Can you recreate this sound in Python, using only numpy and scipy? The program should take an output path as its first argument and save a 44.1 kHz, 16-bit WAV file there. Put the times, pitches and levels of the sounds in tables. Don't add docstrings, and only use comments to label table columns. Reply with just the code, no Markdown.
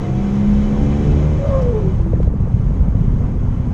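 import sys
import numpy as np
from scipy import signal
from scipy.io import wavfile
from scipy.ndimage import uniform_filter1d

SR = 44100
rng = np.random.default_rng(int(sys.argv[2]) if len(sys.argv) > 2 else 0)


def voltage_ratio(level):
    return 10 ** (np.asarray(level, float) / 20)


def unload_audio(sound):
    columns = np.transpose(np.atleast_2d(sound))
    steps = np.round(np.clip(columns, -1, 1) * 32767)
    wavfile.write(sys.argv[1], SR, steps.astype(np.int16))


N = 164493
T = np.arange(N) / SR

# t/s, firing rate f/Hz, load level/dB
ENGINE = [(0, 64.1, -0.5), (.18, 66.32, 0.5), (.42, 68.1, 3), (.68, 69.69, 3), (.92, 71.65, 4),
          (1.28, 75.22, 4), (1.35, 75.1, 1.5), (1.39, 74.2, -0.5), (1.5, 73.23, -2.5), (1.55, 68.4, -22),
          (2.4, 52.7, -26), (2.9, 52.1, -13.5), (3.1, 49.45, -12), (3.73, 49.28, -16)]
# t/s, flow level/dB
FLOW = [(0.04, -46), (0.59, -44), (1.3, -43.5), (1.4, -48), (1.49, -46), (1.7, -47.5), (2.04, -53.5),
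        (2.16, -57), (2.28, -54.5), (2.29, -61), (2.46, -56.5), (3.68, -55)]


def evened(x):
    return x / np.sqrt(np.mean(x ** 2) + 1e-20)


def curve(table, col=1):
    rows = np.array(table, float)
    return np.interp(T, rows[:, 0], rows[:, col])


def add(mix, s, sound):
    part = mix[round(s * SR):][:len(sound)]
    part += sound[:len(part)]


def resonate(x, hz, width):
    pole = np.exp((2j * np.pi * hz - np.pi * width) / SR)
    return 2 * signal.lfilter([1 - abs(pole)], [1, -pole], x).real


def drift(rate):
    t = T[::64]
    coarse = sum(np.sin(2 * np.pi * (f * t + rng.random())) / np.sqrt(f)
                 for f in np.geomspace(rate / 10, rate, 16))
    return evened(np.interp(T, t, coarse))


def noise(tone, patchy_db, size=1024):
    hop = size // 4
    frames, hz = N // hop + 6, np.fft.rfftfreq(size, 1 / SR)
    a, b, patches = rng.standard_normal((frames, len(hz), 3)).T
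    patches = uniform_filter1d(patches, size=8, axis=0)
    patches = evened(uniform_filter1d(patches, size=8, axis=1))
    f, db = np.transpose(tone)
    colour_db = np.interp(np.log(hz + 1), np.log(f + 1), db, left=-60, right=-90)[:, None]
    z = (a + 1j * b) * voltage_ratio(colour_db + patchy_db * patches)
    return evened(signal.istft(z, nperseg=size, noverlap=size - hop)[1][:N])


def engine():
    # f/Hz, width/Hz, level/dB
    cabin = [(76.9, 13, -3), (133, 24.5, -2), (201.25, 9.1, 6.5), (254, 52, -18), (280, 28, -4.5),
             (314.5, 33, -4.5), (368.4, 14, -9.5), (437, 10, -6.5), (491.9, 12, -5), (525, 22, -10),
             (591, 36, -12.5), (716, 27, -9), (814, 44, -19.5), (128.5, 2.3, 4)]
    # order as a multiple of the firing rate (half steps allowed), level/dB
    order_trim = [(2, 0), (4, -1), (5, 2), (5.5, 9), (7.5, 10), (9, -5), (10, -7), (10.5, 6), (11, 1),
                  (12, -6)]
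    level_db, tilt_db_per_octave, half_order_db, waver_db = -19.5, -2.5, -33, -2
    low_order_load = 2.34
    turns, load_db = np.cumsum(curve(ENGINE)) / SR, curve(ENGINE, col=2)
    trim_db = {round(2 * order): db for order, db in order_trim}
    drive = np.zeros(N)
    for k in range(2, 28):
        order_db = tilt_db_per_octave * np.log2(k / 2) + half_order_db * (k % 2) + trim_db.get(k, 0)
        order_db = order_db + waver_db * drift(8.3)
        order_db = order_db + load_db * (low_order_load if k < 7 else 1)
        drive += voltage_ratio(order_db) * np.sin(2 * np.pi * (k / 2 * turns + rng.random()))
    heard = np.zeros(N)
    for k, (hz, width, db) in enumerate(cabin):
        heard += (-1) ** k * voltage_ratio(db) * resonate(drive, hz, width)
    return voltage_ratio(level_db) * (heard - .8 * resonate(heard, 136, 9))


def drone():
    level_db, from_s, rise_s, order = -30.5, 2.784, 0.37, 5
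    swell = np.clip((T - from_s) / rise_s, 0, 1)
    turns = np.cumsum(curve(ENGINE)) / SR
    return np.sqrt(2) * swell * voltage_ratio(level_db + drift(5.3)) * np.sin(2 * np.pi * order * turns)


def whistle():
    # start t/s, length/s, first f/Hz, last f/Hz, level/dB
    notes = [
        (1.37, .15, 550, 572, -24),
        (1.41, .12, 650, 615, -32),
        (1.475, .165, 558, 512, -19),
        (1.6, .165, 500, 468, -20.5),
        (1.7, .13, 442, 418, -21),
        (1.81, .125, 388, 368, -25),
        (1.97, .28, 331, 328, -30),
        (2.24, .2, 287, 283, -36),
        (1.42, .11, 1225, 1165, -44),
    ]
    overtones_db = [-26, -24, -12, -24, -19, -32, -32, -32]
    third_db, breathy_rad = -17, .16
    out, flicker = np.zeros(N), voltage_ratio(.7 * drift(40))
    for (start, length, first_hz, last_hz, db), over_db in zip(notes, overtones_db + [-30]):
        u = np.arange(0, 1, 1 / (length * SR))
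        swell = np.sin(np.pi * u) ** 1.2
        breath = rng.standard_normal(N // 8)
        for hz, width in [(28, 60), (20, 200), (20, 400)]:
            breath = resonate(breath, hz, width)
        wobble = breathy_rad * evened(breath)[-len(u):]
        a = 2 * np.pi * np.cumsum(first_hz + (last_hz - first_hz) * u) / SR + wobble
        overtones = np.sin(2 * a) + voltage_ratio(third_db) * np.sin(3 * a)
        tone = np.sin(a) + swell * voltage_ratio(over_db) * overtones
        add(out, start, np.sqrt(2) * voltage_ratio(db) * swell * tone)
    return out * flicker


def rush():
    # t/s, centre f/Hz, level/dB
    slide = [(1.36, 600.4, -59), (1.45, 610, -33.5), (1.6, 579.4, -30.5), (1.75, 518, -36),
             (1.9, 445.5, -36), (2.0, 422, -53)]
    width_hz, overtone_db = 240, -11.5
    turn, r = np.exp(2j * np.pi * np.cumsum(curve(slide)) / SR), np.exp(-np.pi * width_hz / SR)
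    smooth = np.convolve([1, -r], [1, -r])
    a, b, c, d = signal.lfilter([1], smooth, rng.standard_normal((N, 4)), axis=0).T
    low_band = evened(((a + 1j * b) * turn).real)
    high_band = evened(((c + 1j * d) * turn ** 2).real)
    gate = (T > slide[0][0]) & (T < slide[-1][0])
    return gate * voltage_ratio(curve(slide, col=2)) * (low_band + voltage_ratio(overtone_db) * high_band)


def flutter():
    # t/s, peak level/dB
    pops = [(1.999, -25), (2.066, -28), (2.136, -16), (2.204, -17), (2.277, -21), (2.34, -26), (2.405, -30),
            (2.475, -25), (2.57, -31), (2.607, -31), (2.666, -32), (2.709, -27), (2.81, -29), (2.882, -28),
            (2.95, -27), (3.01, -31), (3.08, -32), (3.209, -26), (3.272, -30), (3.434, -29)]
    # f/Hz, time to fall by 60 dB/s, level/dB
    ringing = [(495, .045, -8)]
    first_hz, last_hz, pop_s = 640, 230, .012
    out, t = np.zeros(N), np.arange(4000) / SR
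    u = np.minimum(t / pop_s, 1)
    for (s, db), r in zip(pops, rng.random(len(pops))):
        hz = (first_hz + (last_hz - first_hz) * u) * (.94 + .12 * r)
        pop = np.sin(np.pi * u ** .6) ** 2 * np.sin(2 * np.pi * np.cumsum(hz) / SR)
        ring = sum(voltage_ratio(ring_db - 60 * t / t60) * np.sin(2 * np.pi * f * t) for f, t60, ring_db in ringing)
        add(out, s - .004, voltage_ratio(db + .5) * (pop + np.minimum(t / .006, 1) * ring))
    return out


def thumps():
    # t/s, peak level/dB, f/Hz
    jolts = [(1.491, -8, 96.6), (1.585, -9.5, 93), (1.69, -8, 91.7), (1.817, -19, 100.6),
             (1.876, -3.5, 133), (1.974, -11, 94.3), (2.013, -5.5, 63.3), (2.141, -7, 92),
             (2.226, -5.5, 48), (2.282, -3.5, 62.4), (2.408, -7.5, 92), (2.448, -11, 87.7), (2.544, -3, 97),
             (2.6, -7, 131.3), (2.639, -7.5, 113.6), (2.682, -8, 63.1), (2.742, -14.5, 74.9),
             (2.81, -6.5, 59.9), (2.886, -4, 130.3), (2.955, -3.5, 146), (3.012, -2, 124), (3.08, -4.5, 89),
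             (3.144, -8, 121), (3.173, -8.5, 105), (3.21, -6.5, 95), (3.359, -11, 73.5),
             (3.437, -10.5, 112), (3.49, -12.5, 76), (3.578, -7.5, 82), (3.6, -10, 140)]
    rise_cycles, fall_cycles, level_db = 0.48, 0.84, -0.7
    out, t = np.zeros(N), np.arange(-2000, 4000) / SR
    for s, db, hz in jolts:
        swing = np.exp(-(hz * t / np.where(t < 0, rise_cycles, fall_cycles)) ** 2)
        add(out, s + t[0], voltage_ratio(db + level_db) * swing * np.cos(2 * np.pi * hz * t - 2.3))

    tick_s, tick_db, tick_t60_s = 2.2314, -25, .003
    tick = voltage_ratio(tick_db - 60 * t[t >= 0] / tick_t60_s)
    add(out, tick_s, resonate(tick, 0, 12000) / 2)

    puff_s, puff_length_s, puff_db = 1.605, .04, -55
    size = round(puff_length_s * SR)
    puff = resonate(resonate(rng.standard_normal(size), 5400, 2500), 5400, 2500)
    add(out, puff_s, voltage_ratio(puff_db + 4) * np.hanning(size) * evened(puff))
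    return out


def road():
    # t/s, roughness level/dB
    roughness = [(0.0, -33.5), (0.9, -13.5), (0.93, -41.5), (1.07, -11), (1.36, -27), (1.68, -15.5),
                 (1.94, -18), (2.0, -16), (2.06, -19.5), (2.24, -15.5), (2.63, -25), (2.68, -7),
                 (2.75, -16), (2.83, -12.5), (2.91, -20), (2.99, -17), (3.7, -24), (3.73, -29.5)]
    # f/Hz, level/dB
    rumble_tone = [(8.8, -41.5), (15, -7), (38, -0.5), (70, -4.5), (107, -5), (171, -8), (201, -10.5),
                   (217, -14.5), (300, -26), (390, -41.5), (660, -120)]
    body_hz, body_width_hz, body_db = 45.25, 12, -8
    level_db, per_rough, per_flow = -17.5, 0.3, -0.052
    rough_db, flow_db = curve(roughness), curve(FLOW)
    boom_hz = body_hz + body_width_hz / 2 * drift(15)
    boom = np.sqrt(2) * np.sin(2 * np.pi * np.cumsum(boom_hz) / SR)
    rumble = noise(rumble_tone, patchy_db=.5, size=4096)
    rumble_db = level_db + per_rough * (rough_db - rough_db.mean())
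    rumble_db = rumble_db + per_flow * (flow_db - flow_db.mean())
    return voltage_ratio(rumble_db) * rumble + voltage_ratio(body_db + rough_db) * boom


def air():
    # f/Hz, level/dB
    roar_tone = [(120, -33.5), (200, -10), (341, -14.5), (377, -10), (457, -17), (501, -14.5), (574, -20.5),
                 (1050, -24.5), (3000, -51), (3900, -79.5), (6600, -120)]
    # f/Hz, level/dB
    hiss_tone = [(530, -33), (900, -7), (1440, -11), (2090, -9), (2740, -21.5), (3080, -14.5), (4630, -24),
                 (6590, -19), (7830, -33.5), (10200, -51.5), (17200, -120)]
    # f/Hz, width/Hz, level/dB
    trim_panels = [(1534, 26, -3.5), (2080, 24, 1), (2350, 120, 3), (2590, 73, 0), (2983, 46, -0.5),
                   (3308, 57, -4.5), (3890, 46, -7.5), (3710, 46, -14), (5370, 42, -10.5),
                   (6580, 67, -20.5)]
    # f/Hz, level/dB
    wind_tone = [(2650, -38), (4500, -7.5), (5700, -12.5), (6450, -3.5), (7000, -12), (8500, -11.5),
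                 (10200, -22), (13200, -21.5), (14500, -49)]
    roar_db, roar_follow, wind_db, wind_follow, panel_db = -35.5, 0.3, -68, 0.37, -4.5
    flow_db = curve(FLOW)
    over_db = flow_db - flow_db.min()
    roar = noise(roar_tone, patchy_db=1.2) * voltage_ratio(.6 * drift(25))
    white, panels = rng.standard_normal(N), np.zeros(N)
    for hz, width, db in trim_panels:
        panels += voltage_ratio(db) * evened(resonate(resonate(white, hz, width), hz, 3 * width))
    hiss = noise(hiss_tone, patchy_db=1.0) + voltage_ratio(panel_db) * evened(panels)
    hiss = hiss * voltage_ratio(0.79 * drift(17))
    wind = noise(wind_tone, patchy_db=2)
    roar = voltage_ratio(roar_db + roar_follow * over_db) * roar
    wind = voltage_ratio(wind_db + wind_follow * over_db) * wind
    return roar + voltage_ratio(flow_db) * hiss + wind


def scene():
    voices = engine() + drone() + whistle() + rush() + flutter()
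    return (voices + thumps() + road() + air())[None]


def roll_off(x):
    return signal.sosfilt(signal.butter(12, 14000, fs=SR, output="sos"), x)


def record(dry):
    ceiling = 1.6
    return roll_off(ceiling * np.tanh(dry / ceiling))


dry = scene()
out = record(dry)
unload_audio(out)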